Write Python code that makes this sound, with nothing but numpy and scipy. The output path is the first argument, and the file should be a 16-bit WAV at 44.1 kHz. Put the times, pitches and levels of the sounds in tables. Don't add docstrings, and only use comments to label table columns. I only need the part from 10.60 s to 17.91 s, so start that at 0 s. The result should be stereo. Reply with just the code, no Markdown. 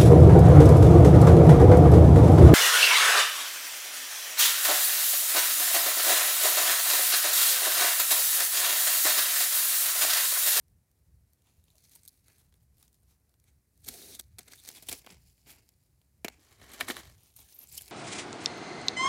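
import sys
import numpy as np
from scipy import signal
from scipy.fft import rfft, irfft, next_fast_len
from scipy.io import wavfile
from scipy.ndimage import uniform_filter1d

SR = 44100
rng = np.random.default_rng(int(sys.argv[2]) if len(sys.argv) > 2 else 0)


def master_out(mix):
    frames = np.transpose(np.atleast_2d(mix))
    ceiling = np.clip(frames, -1, 1)
    pcm = np.round(ceiling * 32767).astype(np.int16)
    wavfile.write(sys.argv[1], SR, pcm)


def makeup_ratio(level_db):
    decades = np.asarray(level_db, float) / 20
    return 10 ** decades


N = 322371

# start_s, left_lead_samples, left_over_right_db
PLACES = [
    (0, 0, -2),
    (.75, 13, 2),
    (1.18, 21, 4.5),
    (1.78, 0, 0),
    (2.78, 21, 6.5),
    (4.1, 17, 9),
    (4.6, 18, 1),
    (5.78, -4, -2.5),
    (6.58, 14, 1),
    (7.06, 18, 7),
]
NEAR_DB = 2.5

# top_s, rise_s, fall_s, strength_db, heaviness_db
GLOVE_RUBS = [(.85, .1, .3, -73, -2), (1.13, .4, .1, -73, -7), (1.35, .25, .15, -61.5, -9),
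              (1.58, .08, .15, -76, -14), (2.34, .02, .04, -75, -16), (2.48, .08, .1, -76, -10),
              (1.45, .05, .06, -67, -5), (1.68, .15, .45, -71, -5), (1.7, .05, .1, -84, 14),
              (2.21, .06, .15, -70, -8), (6.68, .25, .08, -65, -6), (6.78, .055, .15, -60, -10),
              (6.92, .15, .15, -59, -11), (7.035, .15, .04, -56, -3), (7.15, .15, .25, -55, -10),
              (7.3, .1, .2, -71, 8)]
# top_s, rise_s, fall_s, strength_db, heaviness_db
LEFT_BLADE_RUBS = [(3.73, .15, .08, -75, -4), (3.81, .04, .07, -65, -2), (3.92, .15, .2, -62, -4),
                   (3.99, .12, .1, -58, -14), (4.05, .1, .1, -64, -9), (4.086, .05, .3, -53, -7),
                   (4.21, .2, .2, -60, -3), (4.32, .05, .075, -42, -9), (4.5, .12, .15, -61, 2),
                   (4.66, .35, .55, -69, -14), (4.87, .015, .15, -56, 0), (5.05, .2, .6, -76, -12),
                   (5.662, .012, .07, -61, 6)]
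# top_s, rise_s, fall_s, strength_db, heaviness_db
BLADE_RUBS = [
    (5.825, .07, .15, -62, -7),
    (5.94, .2, .07, -61, -1),
    (6.04, .1, .15, -58, -1),
    (6.16, .14, .15, -50, 1),
    (6.21, .08, .18, -47, 0),
    (6.3, .05, .13, -44, -5),
    (6.37, .08, .15, -50, 0),
    (6.52, .25, .04, -55, -5),
]
# start_s, rise_s, fall_s, strength_db, heaviness_db
SLIDE = (3.31, .09, .09, -52, -11)
SLIDE_HOLD_S = .23
SWELL_DB = 20
GLOVE_DUST_DB, GLOVE_THUD_DB = 1, -5
LEFT_BLADE_DUST_DB, LEFT_BLADE_THUD_DB = -2, -5
BLADE_DUST_DB, BLADE_THUD_DB = -6, -6
SLIDE_DUST_DB, SLIDE_THUD_DB = -.5, 5
DUST_PER_HEAVINESS = -.3
# dust_db, fizz_db, body_db, thud_db
TRICKLE_DB = (-82, -90, -95, -88)

# start_s, strength_db, heaviness_db, depth_db, t60_s
KNOCKS = [(3.2866, -21, -12, -5, .025), (3.3395, -37, -14, 11, .044), (3.61, -37, -29, 16, .01),
          (3.785, -37, -6, -4, .02), (3.9344, -34, -3.5, -18, .012), (4.0772, -39, -9, -3, .013),
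          (4.0882, -26, -16, -25, .015), (4.1024, -48, 6, -12, .015), (4.114, -42, -13, -5, .02),
          (4.2241, -40, -10, 5, .061), (4.2866, -29, -6, -16, .051), (4.314, -34, -5.5, 5, .088),
          (4.3258, -27.5, -7.5, -2.5, .046), (4.4641, -45.5, 0, 3, .03), (4.4724, -56, 17, -3, .013),
          (5.646, -26, 0, 6.5, .03), (5.6823, -25, 0, -5.5, .016), (6.7634, -42, -18, -18, .059),
          (7.2798, -39.5, -11, -9, .03), (7.2851, -46, -10, 3, .015)]
# start_s, strength_db, heaviness_db, depth_db, t60_s
CHOPS = [
    (6.0147, -53, 9, -1, .042),
    (6.1155, -45, 0, -19, .088),
    (6.1342, -39, -6, -4, .088),
    (6.2078, -25.5, 11, -13, .03),
    (6.281, -34, 8.5, -21, .03),
    (6.2862, -26.5, -5, 2, .043),
    (6.3006, -34, 10, -29, .025),
    (6.307, -29, 4, -3, .04),
    (6.3671, -28.5, 6, -30, .009),
    (6.3945, -43, -3, -13, .026),
]
# start_s, strength_db, heaviness_db, left_over_right_db
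CRUMB_TICKS = [(1.1028, -54, -16, 0), (0.733, -50, -30, 2), (1.1548, -49, -16, -3), (1.1815, -44, -24, 0),
               (1.2057, -53, -22, -3), (1.239, -48, -27, 4), (1.2951, -51.5, -25, 18),
               (1.317, -48, -13, 14), (1.36, -53, -3, 5), (1.4334, -46, -20, 9), (1.4519, -41, -31, 7),
               (1.46, -44, -18, 5), (1.4775, -34, -37, 9), (1.4827, -34, -30, 7), (1.4907, -43, -26, 7),
               (1.6824, -48, -8, 7.5), (1.9244, -61, -2, 17), (1.94, -54, -6, -5), (2.182, -52.5, -27, -5),
               (2.2274, -42, -13, 0), (2.2795, -53.5, -20, 14), (2.74, -60, -8, -7), (2.8405, -55, -10, 13),
               (3.2684, -34, -28, 8), (5.0898, -46, -14, 7), (5.4152, -58.5, -3, 14), (6.4757, -51, 1, 4),
               (6.8, -49, -7, 1), (7.2195, -28, -26, 6), (7.257, -41, -30, -2)]
TICK_T60_S, TICK_THUD_DB = .015, -5
# top_s, strength_db, heaviness_db, half_length_ms
CRUNCHES = [(0.875, -71, 4, 12), (1.356, -45.5, -35, 4.1), (1.8, -59.5, -17, 11), (2.03, -68.5, -21, 13),
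            (2.509, -64.5, -10, 30), (2.885, -64, -4.5, 16), (3.246, -44.5, -18, 4.3),
            (3.276, -50.5, -18, 22), (3.285, -30.5, -11, 4.8), (3.551, -40.5, -15, 7.9),
            (3.598, -29, -12, 2.75), (3.792, -33, -9, 2.5), (3.883, -45.5, -3, 4), (4.164, -48.5, -8, 12.4),
            (4.179, -50, -1.5, 9.5), (4.295, -27.5, -9.5, 2.5), (4.511, -48.5, -8, 2.5),
            (4.905, -45.5, -9, 26), (5.73, -60, 2, 25), (6.322, -51, -4, 35), (6.378, -55, 10, 10.2),
            (6.382, -44, -3, 2.8), (6.792, -44, -10, 2.4), (6.814, -50.5, -8.5, 15), (7.18, -28, -24, 4.5),
            (7.212, -41, -11, 3.8),
            (.083, -65, -30, 1), (.315, -61, -25, 1), (.8215, -57, -14, 1), (1.041, -53, -16, 1),
         (1.083, -63, -2, 2), (1.112, -57, -18, 1), (1.168, -55, -20, 1.2), (1.248, -55, -12, 9),
         (1.3535, -42, -22, .9), (1.361, -43, -25, .8), (1.784, -54, -22, 1.2), (2.345, -51, -30, 1),
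         (2.8, -55, -22, 1.2), (3.177, -57, -22, 1.2), (3.4185, -41, -14, 1.2), (3.832, -49, -16, 1.5),
         (3.921, -46, -8, 4), (4.001, -46, -16, 2), (4.038, -45, -16, 1.5), (4.05, -48, -16, .8),
         (4.06, -45, -12, 2.5), (4.083, -40, -14, 4), (4.0895, -24, -18, .5), (4.151, -44, -8, 2),
         (4.27, -46, -12, 1.5), (4.2875, -26, -12, .6), (4.328, -23, -16, .5), (4.447, -54, 3, 1.5),
         (4.493, -54, 4, 1.5), (4.524, -49, -2, 2.5), (4.545, -54, 0, 2), (5.656, -48, 10, 2),
         (5.7, -54, 6, 2), (6, -59, 4, 3), (6.043, -51, 0, 3), (6.204, -40, 6, 3), (6.2095, -26, -5, 1.5),
         (6.301, -27, 6, .5), (6.322, -36, -10, 1.5), (6.344, -44, 0, 1.5), (6.352, -42, 0, 1),
         (6.455, -47, 0, 1.5), (6.499, -47, -6, 1.5), (7.126, -39, -22, 1), (2.33, -56, -30, .8),
         (2.695, -59, -25, 1.5), (4.78, -60, -6, 1.5), (6.741, -55, -12, 1.5), (6.828, -50, -15, 1.5),
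         (7.073, -48, -20, 1.5)]
CRUNCH_THUD_DB = 0
# top_s, half_length_ms, pitch_hz, level_db
SLIPS = [(6.765, 4.6, 12800, -52), (6.805, 5, 13000, -50), (6.948, 7.2, 12300, -49), (6.962, 6, 14100, -50),
         (6.991, 5, 13000, -45), (7.005, 6, 11500, -49.5), (7.02, 7, 11600, -49),
         (7.036, 7.5, 12100, -48.5), (7.092, 11, 7700, -56), (7.126, 4, 12300, -45.5),
         (7.144, 17, 7600, -52.5), (3.995, 18, 3600, -60), (7.186, 7.7, 3020, -45), (1.16, 23, 660, -72),
         (1.36, 15, 950, -70), (3.35, 22, 720, -60), (3.43, 20, 3800, -58), (3.52, 20, 5500, -55),
         (3.545, 22, 3650, -53), (3.5, 24, 380, -60), (3.8, 10, 720, -58), (4.175, 12, 3500, -54),
         (4.52, 22, 175, -60), (5.8, 20, 300, -68), (6.88, 24, 1700, -70)]

# frequency_hz, density_db
FIZZ = [(2200, -66), (3200, -6.5), (4200, -6), (6000, -6.5), (8000, -4), (12000, -4.5), (15000, -7.5),
        (16500, -30)]
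# frequency_hz, density_db
DUST = [(6500, -20), (8500, 1.5), (11500, 1), (14500, -2), (16500, -4)]
# frequency_hz, density_db
SAND = [(2200, -14), (3400, -6.5), (4300, -2.5), (7500, -4.5), (9500, -23)]
# frequency_hz, density_db
CLOD_BODY = [(450, -26), (800, -2.5), (1400, -2.5), (2200, -2), (3200, -6), (4300, -27)]
# pitch_hz, width_hz, level_db
BLADE = [(1080, 200, -11), (1830, 230, 1.5), (2240, 230, -4), (3080, 300, -1), (4100, 450, -6),
         (5000, 450, -9)]
# pitch_hz, width_hz, level_db
PIT = [(240, 80, -.5), (400, 120, 0.5), (690, 240, -5.5)]

# top_s, level_db, half_length_s
GUSTS = [(.13, -65, .1), (.54, -64, .1), (.95, -66, .3), (1.45, -67, .2), (1.9, -63, .22), (2.45, -69, .15),
         (2.86, -66, .1), (3.29, -57, .07), (3.52, -62, .08), (3.75, -60, .1), (4.05, -66, .15),
         (4.33, -60, .08), (4.63, -59, .1), (4.9, -66, .15), (5.35, -64, .1), (5.7, -61, .1), (6, -63, .1),
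         (6.3, -56, .1), (6.47, -61, .1), (6.8, -61, .07), (7.16, -59, .08)]
CALM_DB = -71.5
# frequency_hz, density_db
RUMBLE = [(13, -53), (22, -35), (40, -12), (64, 4), (123, -4.5), (162, -9.5), (195, -15.5), (361, -40.5),
          (500, -36.5), (650, -62), (1100, -120)]
# frequency_hz, density_db
HISS = [(88, -30.5), (150, 3), (696, -13), (1360, -18.5), (1970, -16), (3350, -24.5), (4000, -19.5),
        (11400, -17), (15300, -19.5), (16500, -30.5)]
HISS_DB = -78
EDGE_HZ, SHELF_HZ = 15950, 16750


def scrape():
    t = np.arange(N) / SR
    dusty, fizzy, full, deep = effort(t)
    steady = np.interp(t, [3.28, 3.31, 3.56, 3.6], [0, .8, .8, 0])

    large = grit(per_s=100, spread_db=1.0, smooth=3.1, fade=.995) * makeup_ratio(2.1 * lumps(0.038))
    large = steady * large.mean() + (1 - steady) * large
    dust, sand, clods = rng.standard_normal((3, 2, N)) * large
    fine = [grit(per_s=500, spread_db=2.7, smooth=.9, fade=.95),
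            grit(per_s=350, spread_db=2.6, smooth=1.5, fade=.96)]
    dust_grains, sand_grains = [steady * g.mean() + (1 - steady) * g for g in fine]

    dust = coloured(dust * dust_grains, DUST)
    sand = coloured(sand * sand_grains, SAND)
    metal = np.where(lead_of(t) < -1, .92, .1)
    ring = evened(ringing(clods, BLADE))
    dull = coloured(clods * sand_grains ** .5, CLOD_BODY)
    body = metal * ring + np.sqrt(1 - metal ** 2) * dull
    thud = evened(ringing(clods, PIT))
    layers = dusty * dust + fizzy * sand, full * body, deep * thud
    return .95 * ports(layers, lead_of(t), uniform_filter1d(side_of(t), size=4000))


def effort(t):
    coarse = t[::64]
    power = rubbing(coarse, GLOVE_RUBS, GLOVE_DUST_DB, GLOVE_THUD_DB)
    power = power + rubbing(coarse, LEFT_BLADE_RUBS, LEFT_BLADE_DUST_DB, LEFT_BLADE_THUD_DB)
    power = power + rubbing(coarse, BLADE_RUBS, BLADE_DUST_DB, BLADE_THUD_DB)
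    power = power + rubbing(coarse, [SLIDE], SLIDE_DUST_DB, SLIDE_THUD_DB, SLIDE_HOLD_S)
    power = power + makeup_ratio(2 * np.array(TRICKLE_DB))[:, None]
    return [np.interp(t, coarse, np.sqrt(p)) for p in power]


def rubbing(t, rows, dust_db, thud_db, hold_s=0):
    power = 0
    for top, rise, fall, db, heavy_db in rows:
        away = np.maximum((top - t) / rise, (t - top - hold_s) / fall)
        swell = makeup_ratio(2 * (db - SWELL_DB * np.maximum(away, 0)))
        shares_db = np.array([dust_db + DUST_PER_HEAVINESS * heavy_db, 0, heavy_db, heavy_db + thud_db])
        power = power + makeup_ratio(2 * shares_db)[:, None] * swell
    return power


def grit(per_s, spread_db, smooth, fade):
    size = makeup_ratio(spread_db * np.minimum(rng.exponential(1, N), 4))
    hits = size * (rng.random(N) < per_s / SR)
    return smooth + evened(signal.lfilter([1], [1, -fade], hits))


def cracks():
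    before = 1400
    out, t = np.zeros((2, N + 4000)), np.arange(-before, 2600) / SR
    after = np.maximum(t, 0)
    events = []  # (start or top s, strength dB, heaviness dB, thud against body dB, left-right dB, shape)
    sharp = [(s, db, heavy_db, TICK_THUD_DB, TICK_T60_S, pan_db) for s, db, heavy_db, pan_db in CRUMB_TICKS]
    sharp += [(*row, near_side(row[0])) for row in KNOCKS + CHOPS]
    for s, db, heavy_db, depth_db, t60, pan_db in sharp:
        decay = makeup_ratio(-60 * after / np.clip(t60, .006, .09))
        shape = (1 - np.exp(-after / 0.00017)) * decay
        events.append((s, db, heavy_db, depth_db, pan_db, shape))
    for s, db, heavy_db, half_ms in CRUNCHES:
        bell = makeup_ratio(-np.minimum(8 * abs(1000 * t / half_ms) ** 0.96, 200))
        events.append((s, db, heavy_db, CRUNCH_THUD_DB, near_side(s), bell))
    for s, db, heavy_db, depth_db, pan_db, shape in events:
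        at = round(s * SR) - before
        body_db = db + heavy_db
        out[:, at:at + len(t)] += burst(s, shape, db, body_db, body_db + depth_db, pan_db)
    return out[:, :N]


def burst(s, shape, fizz_db, body_db, thud_db, pan_db):
    noise, rag = rng.standard_normal((2, 2, len(shape)))
    noise = noise * makeup_ratio(3.27 * evened(uniform_filter1d(rag[0], 20)))
    tilt_db = -.35 * np.clip(body_db - fizz_db + 12.5, -9, 14)
    own = [(hz, db + 2.9 * z + tilt_db * np.log2(hz / 5000)) for (hz, db), z in zip(FIZZ, rag[1])]
    fizz = coloured(noise, own) * shape ** 1.13

    ring = ringing(noise * shape, BLADE)
    ring = ring / np.linalg.norm(ring, axis=1, keepdims=True) * np.linalg.norm(shape)
    dull = coloured(noise, CLOD_BODY) * shape ** 0.81
    metal = .96 if lead_of(s) < 0 else .3
    body = metal * ring + np.sqrt(1 - metal ** 2) * dull

    thud = ringing(noise * shape ** .65, PIT)
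    thud = thud / abs(thud).max(axis=1, keepdims=True)
    layers = makeup_ratio(fizz_db - 4) * fizz, makeup_ratio(body_db - 4) * body, makeup_ratio(thud_db - 6.0) * thud
    return ports(layers, lead_of(s), pan_db)


def slips():
    before = 1400
    out, t = np.zeros((2, N)), np.arange(-before, before) / SR
    for s, half_ms, hz, db in SLIPS:
        noise, rag = rng.standard_normal((2, 2, len(t)))
        narrow = ringing(noise, [(hz, 0.11 * hz, 0)])
        puff = evened(ringing(narrow, [(hz, .2 * hz, 0)]))
        rag_db = 2.5 * evened(uniform_filter1d(rag[0], 40))
        puff *= makeup_ratio(db - 9 * (1000 * t / half_ms) ** 2 + rag_db)
        at = round(s * SR) - before
        out[:, at:at + len(t)] += ports([puff], lead_of(s), 3.4)
    return out


def wind():
    t = np.arange(N) / SR
    coarse = t[::64]
    power = makeup_ratio(2 * CALM_DB)
    for s, db, half in GUSTS:
        power = power + makeup_ratio(2 * (db - 6 * ((coarse - s) / half) ** 2))
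    z = rng.standard_normal((3, N))
    gusts = coloured(z[:2] + 1.25 * z[2], RUMBLE) * makeup_ratio(2.0 * lumps(0.073))
    return evened(gusts) * np.interp(t, coarse, np.sqrt(power))


def air():
    z = rng.standard_normal((3, N))
    flutter_db = .7 * lumps(.03)
    return makeup_ratio(HISS_DB + 2.5 + flutter_db) * coloured(z[:2] + 0.25 * z[2], HISS)


def ports(layers, lead, pan_db):
    out = 0
    alike = [.48, .76, .95]
    shading = [1.0, np.where(lead < 0, 1.3, .3), .3]
    for x, same, shade in zip(layers, alike, shading):
        last = x.shape[1] - 1
        late = x[0][np.clip(np.arange(last + 1) - lead, 0, last)]
        right = same * late + np.sqrt(1 - same ** 2) * x[1]
        out = out + np.array([x[0] * makeup_ratio(shade * pan_db / 2), right * makeup_ratio(-shade * pan_db / 2)])
    return out


def lead_of(s):
    start, lead, _ = np.transpose(PLACES)
    return np.round(lead[np.searchsorted(start[1:], s)]).astype(int)


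def side_of(s):
    start, _, pan_db = np.transpose(PLACES)
    return pan_db[np.searchsorted(start[1:], s)]


def near_side(s):
    return side_of(s) + NEAR_DB * np.sign(lead_of(s))


def ringing(x, modes):
    out = 0
    for k, (hz, width, db) in enumerate(modes):
        out = out + (-1) ** k * makeup_ratio(db) * signal.lfilter(*signal.iirpeak(hz, hz / width, SR), x)
    return out


def coloured(x, points):
    size = next_fast_len(x.shape[-1])
    f, db = np.transpose(points)
    gain = makeup_ratio(np.interp(np.log(np.fft.rfftfreq(size, 1 / SR) + 1), np.log(f), db, left=-90))
    return evened(irfft(rfft(x, size) * gain, size)[..., :x.shape[-1]])


def lumps(seconds, channels=1):
    size = max(round(seconds * SR), 2)
    z = rng.standard_normal((channels, N))
    return evened(uniform_filter1d(uniform_filter1d(z, size), size))


def evened(x):
    return x / np.sqrt(np.mean(x ** 2) + 1e-20)


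def scene():
    return scrape() + cracks() + slips() + wind() + air()


def top_cut(x):
    return signal.sosfilt(signal.butter(12, 16970, fs=SR, output="sos"), x)


def record(dry):
    edge, shelf = (signal.firwin(601, hz, window=("kaiser", 7), fs=SR) for hz in (EDGE_HZ, SHELF_HZ))
    taps = edge + makeup_ratio(-32) * (shelf - edge)
    mix = signal.oaconvolve(dry, taps[None], "same")
    return top_cut(mix)


dry = scene()
out = record(dry)
master_out(out)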